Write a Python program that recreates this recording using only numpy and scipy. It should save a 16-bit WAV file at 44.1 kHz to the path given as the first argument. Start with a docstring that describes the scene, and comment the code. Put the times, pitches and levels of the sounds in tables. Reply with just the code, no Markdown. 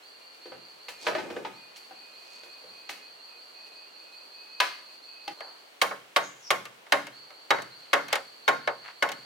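"""In a forest, bamboo is worked. Some metres off, a long pole clatters on its neighbours and is struck with a knife;
then, close by, a split piece is set down, chopped with the knife and bounces on a pile of slats. Each blow sums
ringing modes, a noisy rattle and a crack of random snaps, with echoes from the trees; scrapes and grainy noise
are many tiny slips. Behind run rasping upward sweeps (chirps), a fluttering insect tone, one hoarse arched
bird call (a tone times noise) and the hush of air and leaves (banded noise)."""
import sys
import numpy as np
from scipy import signal
from scipy.fft import rfft
from scipy.io import wavfile

SR = 44100
rng = np.random.default_rng(int(sys.argv[2]) if len(sys.argv) > 2 else 0)


def store_wav(level_fs):
    """Save 16-bit WAV to argv[1]."""
    pcm = np.round(np.clip(np.atleast_2d(level_fs), -1, 1) * 32767)
    wavfile.write(sys.argv[1], SR, pcm.T.astype(np.int16))


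N = 407925
TIME = np.arange(N) / SR
AGE = TIME[:SR // 3]   # time since a blow or the start of a chirp [s]
STOP_S = 5.34   # pole and whine stop abruptly here

# ringing modes of the split piece, before the hand damps them:
# (frequency [Hz], relative level [dB], t60 [s])
PIECE_MODES = [(133, -29.5, 0.28), (347, -27, 0.055), (472.7, -14.5, 0.41), (555.5, -7.5, 0.32),
               (588.1, -3, 0.138), (725.3, -8.5, 0.047), (837.7, -8, 0.0857), (827, -33.5, 0.18),
               (920.1, -12.5, 0.155), (1086.1, -9.5, 0.224), (1211.3, -12, 0.115), (1417.3, -5, 0.074),
               (1543, -10, 0.091), (1753, -11.5, 0.038), (2111.4, 1.5, 0.0385), (2184.7, 4.5, 0.0488),
               (2733.6, -5.5, 0.059), (3181, 2, 0.0289), (3786, -6.5, 0.067), (4300, -27.5, 0.027),
               (5150, -42.5, 0.037), (6270, -31.5, 0.134)]


def from_db(db):
    """Decibels to gain."""
    return 10 ** (np.asarray(db) / 20)


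def rms(x):
    """Root mean square."""
    return np.sqrt(np.mean(x ** 2) + 1e-20)


def in_time(rows):
    """Each column of a curve, interpolated at every sample."""
    s, *columns = np.transpose(rows)
    return [np.interp(TIME, s, c) for c in columns]


def add(out, s, sound):
    """Mix a stereo sound in at time s."""
    at = max(round(s * SR), 0)
    out[:, at:at + sound.shape[1]] += sound[:, :N - at]


def butter(x, hz, kind, order=2):
    """Causal Butterworth filter."""
    sos = signal.butter(order, np.minimum(hz, .45 * SR), kind, fs=SR, output="sos")
    return signal.sosfilt(sos, x)


def drift(rate):
    """A random wander about zero through `rate` normal draws a second."""
    knots = rng.standard_normal(4000)
    return np.interp(TIME * rate, np.arange(len(knots)), knots)


def widen(pair, side_db):
    """Two unrelated signals as mid and side; returns left and right."""
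    side = from_db(side_db) * pair[1] * np.array([[1], [-1]])
    return (pair[0] + side) / np.sqrt(1 + from_db(side_db) ** 2)


def banded_noise(table, size, side_db, count=1):
    """Stereo noises built of half-octave bands; with a t60 column, each band dies at its own rate."""
    hz, level, *t60 = np.transpose(table)
    edges = 25 * 2 ** np.arange(0, 9.6, .5)
    # neighbouring bands draw on different noise
    white = rng.standard_normal((2, 2, count, 1, size))
    out = np.zeros((count, 2, size))
    for k, (low, high) in enumerate(zip(edges, edges[1:])):
        centre = np.sqrt(low * high)
        if hz[0] / 1.2 < centre < hz[-1] * 1.2:
            fade_db = 0
            if t60:
                fade_db = -60 * TIME[:size] / np.interp(np.log(centre), np.log(hz), t60[0])
            gain = from_db(np.interp(np.log(centre), np.log(hz), level) + fade_db)
            # long waves reach both microphones alike
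            band_side_db = side_db - 10 * np.log10(1 + (300 / centre) ** 2)
            out += butter(widen(white[k % 2], band_side_db) * gain, [low, high], "band")
    return out


def hush():
    """Soft forest air, noise strongest around 500 to 900 Hz, with the stirring hiss of leaves on top."""
    # slow swell: (time [s], relative level of air [dB], relative level of leaves [dB])
    swell = [(0, -57.5, -70), (2.4, -56, -69), (3.2, -57, -70.5), (5.7, -57.5, -69.5), (9.25, -56.5, -69.5)]
    # colour of the air: (frequency [Hz], relative density [dB per Hz])
    air_colour = [(30, -47.5), (60, -59), (110, -22), (170, -23.5), (260, -10), (480, -3), (900, -4),
                  (1800, -7.5), (3000, -7.5), (3800, -15)]
    # colour of the leaf hiss: (frequency [Hz], relative density [dB per Hz])
    leaf_colour = [(2000, -4.5), (3500, 8), (5500, 2), (8000, 1), (12000, -5.5), (16000, -5.5)]
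    air_db, leaf_db = in_time(swell)
    air = banded_noise(air_colour, N, side_db=1.5)[0]
    leaves = banded_noise(leaf_colour, N, side_db=-2.0)[0]
    stir_db = .8 * drift(20)
    air_layer = from_db(air_db + 2.3051) * air / rms(air)
    return air_layer + from_db(leaf_db + 8.0 + stir_db) * leaves / rms(leaves)


def chirp_times():
    """Time and level of every chirp: lost time slows the start of a run, which settles to an even pace."""
    # (start [s], end [s], settled spacing [s], time lost getting up to speed [s], starting level [dB])
    runs = [(0.018, 1.1, 0.1912, 0.0, -46.5), (1.527, 3.8, 0.1747, 0.0899, -45.5),
            (3.927, 5.47, .176, .035, -45), (7.12, 9.2, 0.1755, 0.071, -47.5)]
    settle_chirps, swell_db_per_s = 2.1, 0.5
    for start, end, spacing, lost, db in runs:
        k = np.arange(20)
        times = start + spacing * k + lost * (1 - np.exp(-k / settle_chirps))
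        levels = db + swell_db_per_s * (times - start) + 0.93 * rng.standard_normal(len(k))
        yield from zip(times[times < end], levels)


def from_afar(call, t60, direct_db):
    """A call from deep in the trees: decaying noise scatters it, with a little of the direct ray."""
    scatter = widen(rng.standard_normal((2, SR)), side_db=-1.5) * from_db(-60 * TIME[:SR] / t60)
    scatter /= rms(scatter) * np.sqrt(SR)   # unit energy
    return from_db(direct_db) * call + signal.fftconvolve(call, scatter, axes=1)[:, :N]


def chirps(start_hz=4100, end_hz=4720, length_s=.075, rasp_hz=120, second_db=-4):
    """Rasping upward sweeps, each followed by a weaker one, smeared by the trees into a buzzing band."""
    out = np.zeros((2, N))
    progress = np.minimum(AGE / length_s, 1)
    arch = (4 * progress * (1 - progress)) ** 0.473
    ear_db = np.array([[0.0], [1.8]])   # a little stronger on the right
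    for s, db in chirp_times():
        for delay_s, stroke_db in [(0, 0), (rng.uniform(.05, .09), second_db)]:
            rasp = butter(rng.standard_normal(len(AGE)), 275.7, "low")
            hz = start_hz + (end_hz - start_hz) * progress + rasp_hz * rasp / rms(rasp)
            sweep = arch * np.sin(2 * np.pi * np.cumsum(hz) / SR)
            add(out, s + delay_s, from_db(db + stroke_db + ear_db) * sweep)
    return butter(from_afar(out, t60=1.0, direct_db=-5.5), [4020, 4760], "band", order=5)


def whine(waver_db=1.5, upper_hz=2780, upper_db=-68, fade_s=0.049):
    """A thin fluttering insect tone in short phrases, with a fainter one that comes and goes above it."""
    # slow rise of the tone: (time [s], frequency [Hz])
    pitch = [(0, 2400), (1.5, 2472), (2.5, 2503), (4, 2518), (5.3, 2545)]
    # phrases, before flutter and stereo balance: (start [s], end [s], level [dB])
    phrase_rows = [(0.1, 0.85, -67.5), (0.902, 1.846, -56), (1.933, 2.625, -56), (2.704, 3.122, -57.5),
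                   (3.271, 3.445, -55), (3.514, 3.901, -57.5), (3.946, 4.282, -57), (4.299, 4.802, -55.5),
                   (4.85, 4.981, -56.5), (5.049, 5.313, -56.5)]
    hz, = in_time(pitch)
    phrases = np.zeros(N)
    for start, end, db in phrase_rows:
        phrases += from_db(db) * np.clip(np.minimum(TIME - start, end - TIME) / fade_s, 0, 1)
    flutter = 1 + .35 * drift(80)
    tone = np.sin(2 * np.pi * np.cumsum(hz + 9 * drift(70)) / SR)
    main = phrases * from_db(waver_db * drift(10)) * flutter * tone
    upper = from_db(upper_db + 3 * drift(4)) * drift(60) * np.sin(2 * np.pi * upper_hz * TIME)
    before_stop = np.clip((STOP_S - TIME) / .01, 0, 1)
    return (main + upper) * before_stop * from_db([[-1.5], [1.8]])


def forest(x, build_s):
    """Echoes from the trees: noise that builds up over about build_s and dies away band by band."""
    # scatter from trunks and leaves: (frequency [Hz], relative level [dB], t60 [s])
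    scatter_bands = [(50, -17, 0.36), (90.8, 9, 0.446), (140.5, 8.5, 0.82), (275.5, 7, 0.385),
                     (576, -6, 0.299), (1530, -5, 0.472), (3010, -6, 0.455), (6040, -3.5, 0.456),
                     (15000, -1.5, 0.371)]
    echo = banded_noise(scatter_bands, SR, side_db=-5.0)[0] * (1 - np.exp(-(TIME[:SR] / build_s) ** 2))
    echo /= rms(np.abs(rfft(echo))[:, 400:2500])   # unit mean gain from 400 to 2500 Hz
    return signal.fftconvolve(x, echo, axes=1)[:, :N]


def blow(modes, rattle, bands_db, split_s, rattle_db, side_db):
    """One contact: fibres crack for some ms, modes ring, neighbours rattle; each register has its strength."""
    hz, level, t60 = np.transpose(modes)[:, :, None]
    # grip and point of contact shift and weight the modes anew at every blow
    hz = hz * rng.normal(1, .008, hz.shape)
    strength = from_db(level + rng.normal(0, 2.5, hz.shape) - 60 * AGE / t60)
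    # each mode radiates its own pattern, so it meets the two microphones at different phases
    phase = rng.uniform(0, 2 * np.pi, hz.shape)
    skew = np.arctan(from_db(side_db) * hz / np.hypot(hz, 300)) * rng.choice([-1, 1], hz.shape)
    ring = np.array([(strength * np.sin(2 * np.pi * hz * AGE + phase + ear * skew)).sum(axis=0)
                     for ear in (1, -1)])
    ring *= 1 - np.exp(-AGE / 0.000765)

    # about 6000 fibre snaps a second, swelling and fading with the splitting time
    snaps = (rng.random((2, len(AGE))) < 6000 / SR) * rng.standard_normal((2, len(AGE)))
    crack = butter(widen(snaps, side_db=-6), [1500, 8500], "band", order=1)
    crack = crack * AGE / split_s * np.exp(-(AGE / split_s) ** 1.07)

    attack = AGE < .02   # levels are set over the first 20 ms
    parts = [(ring, 0), (rattle, rattle_db), (crack, -9)]
    sound = sum(from_db(db) * part / rms(part[:, attack]) for part, db in parts)
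    sound = sound * (1 - from_db(-10) * np.exp(-AGE / 0.0132))   # the force builds as the contact deepens
    registers = [butter(sound, 700, "low", order=4),   # thud
                 butter(sound, [700, 1800], "band", order=3),   # body
                 butter(sound, [1800, 5000], "band", order=3),   # clack
                 butter(sound, 5000, "high", order=4)]   # crack
    return sum(from_db(db) * part / rms(part[:, attack]) for part, db in zip(registers, bands_db))


def blows(contacts, modes, clack_db, rattle_db, side_db, ring_t60, grip_db_per_s, echo_db, build_s):
    """Blows on one piece, damped by the hand; a hard contact is brighter, a clean ring leaves less rattle."""
    # dense rattle of bamboo on bamboo, before the hand damps it:
    # (frequency [Hz], relative density [dB per Hz], t60 [s])
    rattle_bands = [(40, -62.5, 0.035), (114.8, -18, 0.3), (203.6, -11, 0.14), (436.2, 7.5, 0.2015),
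                    (921, -6.5, 0.291), (2465, 3.5, 0.0995), (4790, -5.5, 0.0416), (7850, -24, 0.14),
                    (15500, -41.5, 0.012)]
    clack_share = 0.43   # a harder contact lifts the clack by this share of what it adds to the crack
    direct = np.zeros((2, N))
    rattles = banded_noise(rattle_bands, len(AGE), side_db, count=len(contacts))
    for (s, db, thud, crack, ring_hz, ring_db, split_s), rattle in zip(contacts, rattles):
        bands_db = db + np.array([thud, 0, clack_db + clack_share * crack, crack])
        all_modes = modes + [(ring_hz, ring_db, ring_t60)]
        sound = blow(all_modes, rattle, bands_db, split_s, rattle_db - ring_db, side_db)
        add(direct, s, sound * from_db(-grip_db_per_s * AGE))
    return direct + from_db(echo_db) * forest(direct, build_s)


def pole(ring_db=6.0, knock_split_s=0.0107, cut_split_s=0.00377):
    """The long pole, some metres off, is handled and then struck; it falls silent abruptly at STOP_S."""
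    # knocks on neighbours and ground; level is that of the body register, thud and crack relative to it:
    # (time [s], level [dB], thud [dB], crack [dB], main ring [Hz])
    knock_rows = [(0.456, -53, 7.5, -18, 499.4), (0.518, -46.5, 0.5, -31.5, 518),
                  (0.883, -43.5, -9.5, -5.5, 503.4), (1.066, -26.5, -8.5, -20, 461.2),
                  (1.082, -31, -2.5, -29.5, 622), (1.15, -31.5, -0.5, -25.5, 634),
                  (1.182, -35.5, -10.5, -23.5, 854), (1.301, -44.5, 3.5, -16, 474.7),
                  (1.363, -40, 5, -27, 486.8), (1.448, -34.5, -9.5, -29.5, 893.7),
                  (1.76, -60.5, -12.5, 7.5, 827), (1.908, -47.5, -8, -36.5, 770.7),
                  (2.432, -57, 1, -4.5, 477), (2.639, -61, 8.5, -19.5, 504), (2.891, -40.5, -13, -6, 816.8),
                  (3.661, -64.5, -5.5, 0.5, 837)]
    # the knife strikes the upright pole, same levels:
    # (time [s], level [dB], thud [dB], crack [dB], main ring [Hz], relative ring level [dB])
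    cut_rows = [(4.601, -20.5, -27.5, -14, 1010, 1.5), (5.277, -35, -8, -19.5, 818, 11.5)]
    # ringing modes, before the hand damps them: (frequency [Hz], relative level [dB], t60 [s])
    pole_modes = [(334.45, -7, 0.149), (591.9, -4, 0.116), (791.2, -10.5, 0.148), (969.6, -5.5, 0.125),
                  (1211, 2, 0.0405), (1509.4, 0.5, 0.0374), (1712, -15.5, 0.138), (2124, -7, 0.059),
                  (2271, -11, 0.029), (2574, -11, 0.253), (2719, -11.5, 0.106), (4095, -17, 0.066),
                  (4755, -31, 0.052)]
    knocks = blows([(*row, ring_db, knock_split_s) for row in knock_rows], pole_modes,
                   clack_db=6.5, rattle_db=5.0, side_db=-6.5,
                   ring_t60=0.1043, grip_db_per_s=110.5, echo_db=-5.5, build_s=0.0077)
    cuts = blows([(*row, cut_split_s) for row in cut_rows], pole_modes,
                 clack_db=6, rattle_db=1.0, side_db=-6,
                 ring_t60=0.119, grip_db_per_s=111.5, echo_db=-5.5, build_s=0.0117)
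    return (knocks + cuts) * np.clip((STOP_S - TIME) / 0.0057, 0, 1)


def scrapes():
    """Dry scrapes, and grainy noise that thickens the clatter and some blows: tiny slips that swell and fade."""
    # (middle [s], half length [s], level [dB], centre frequency [Hz])
    grains = [(1.048, 0.0426, -44.5, 4140), (1.108, 0.058, -37.5, 568), (1.251, 0.274, -61.5, 5600),
              (1.329, 0.147, -43, 422), (2.328, 0.1, -58, 4170), (5.463, 0.105, -52, 878),
              (7.865, 0.075, -56.5, 2140), (8.116, 0.0207, -39, 1510), (8.88, 0.0404, -44, 1495)]
    out = np.zeros((2, N))
    for s, half_s, db, hz in grains:
        slips = (rng.random((2, SR)) < 1500 / SR) * rng.standard_normal((2, SR))
        grit = butter(widen(slips, side_db=-4.5), [hz / 1.92, hz * 1.613], "band")
        swell = np.exp(-((TIME[:SR] - .5) / half_s) ** 2)
        add(out, s - .5, from_db(db) * grit / rms(grit) * swell)
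    return out


def bounces(thud_db=-12, ring_db=-0.5, split_s=0.00262):
    """The piece is set down, then between chops bounces and snaps as the blade is freed: lighter, drier."""
    # level is that of the body register, crack relative to it:
    # (time [s], level [dB], crack [dB], main ring [Hz])
    bounce_rows = [(5.405, -39.5, -22, 647), (5.91, -32, -51.5, 1113), (6.653, -44, -7.5, 1196),
                   (6.865, -52, -17.5, 1270), (7.068, -45, -7.5, 1455), (7.304, -51.5, -16.5, 1297),
                   (7.584, -34, -32.5, 589.6), (7.619, -53.5, 4.5, 1140), (8.082, -46.5, -4, 1168),
                   (8.127, -24.5, -8, 541.7), (8.154, -29.5, -9.5, 530), (8.674, -23, -26.5, 593.5),
                   (9.088, -37, -11, 740), (9.117, -42.5, -2, 545.2)]
    contacts = [(s, db, thud_db, crack, hz, ring_db, split_s) for s, db, crack, hz in bounce_rows]
    return blows(contacts, PIECE_MODES, clack_db=4, rattle_db=0.0, side_db=-4,
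                 ring_t60=0.0915, grip_db_per_s=81.5, echo_db=-17.5, build_s=0.011)


def chops(thud_db=-13, ring_db=-2.0):
    """The knife bites into the split piece, close by; fibres split and the piece rings."""
    # level is that of the body register, crack relative to it:
    # (time [s], level [dB], crack [dB], main ring [Hz], splitting time [s])
    chop_rows = [(5.815, -21, -8, 1192, 0.00525), (6.161, -18.5, -15.5, 1103, 0.0065),
                 (6.504, -20.5, -11.5, 1183, 0.0044), (6.921, -18, -14, 1170, 0.0036),
                 (7.505, -17.5, -19, 1212, 0.0033), (7.931, -17.5, -17.5, 1165, 0.00443),
                 (8.478, -16.5, -21.5, 1451, 0.00623), (9.023, -20.5, -18, 1500, 0.00375)]
    contacts = [(s, db, thud_db, crack, hz, ring_db, split_s) for s, db, crack, hz, split_s in chop_rows]
    return blows(contacts, PIECE_MODES, clack_db=4.0, rattle_db=-1.5, side_db=-4,
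                 ring_t60=0.1, grip_db_per_s=70.5, echo_db=-12, build_s=0.0126)


def bird(hoarse_hz=420):
    """One hoarse, airy call that arches up and down: a gliding tone times low noise, from deep in the trees."""
    # the call before the trees scatter it: (time [s], frequency [Hz], level [dB])
    glide = [(6.19, 5516, -66.5), (6.23, 6210, -43.5), (6.27, 6730, -51), (6.33, 6740, -58),
             (6.39, 6560, -56), (6.44, 5617, -49), (6.48, 5390, -41), (6.5, 5600, -60.5)]
    hz, db = in_time(glide)
    sounding = (TIME > glide[0][0]) & (TIME < glide[-1][0])
    hoarseness = butter(rng.standard_normal(N), hoarse_hz, "low")
    tone = np.sin(2 * np.pi * np.cumsum(hz) / SR)
    call = sounding * from_db(db) * hoarseness / rms(hoarseness) * tone
    return from_afar(np.array([call, call]), t60=.3, direct_db=-4)


def scene():
    """The work in front, the forest behind."""
    work = pole() + scrapes() + bounces() + chops()
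    return work + hush() + chirps() + whine() + bird()


def record(dry, ceiling=1.0, cutoff_hz=16200):
    """The deep bass is thinned, the highest peaks are rounded and the top is cut."""
    rounded = ceiling * np.tanh(butter(dry, 45, "high", order=1) / ceiling)
    top_cut = signal.ellip(10, .1, 70, cutoff_hz, fs=SR, output="sos")
    return signal.sosfilt(top_cut, rounded)


dry = scene()
out = record(dry)
store_wav(out)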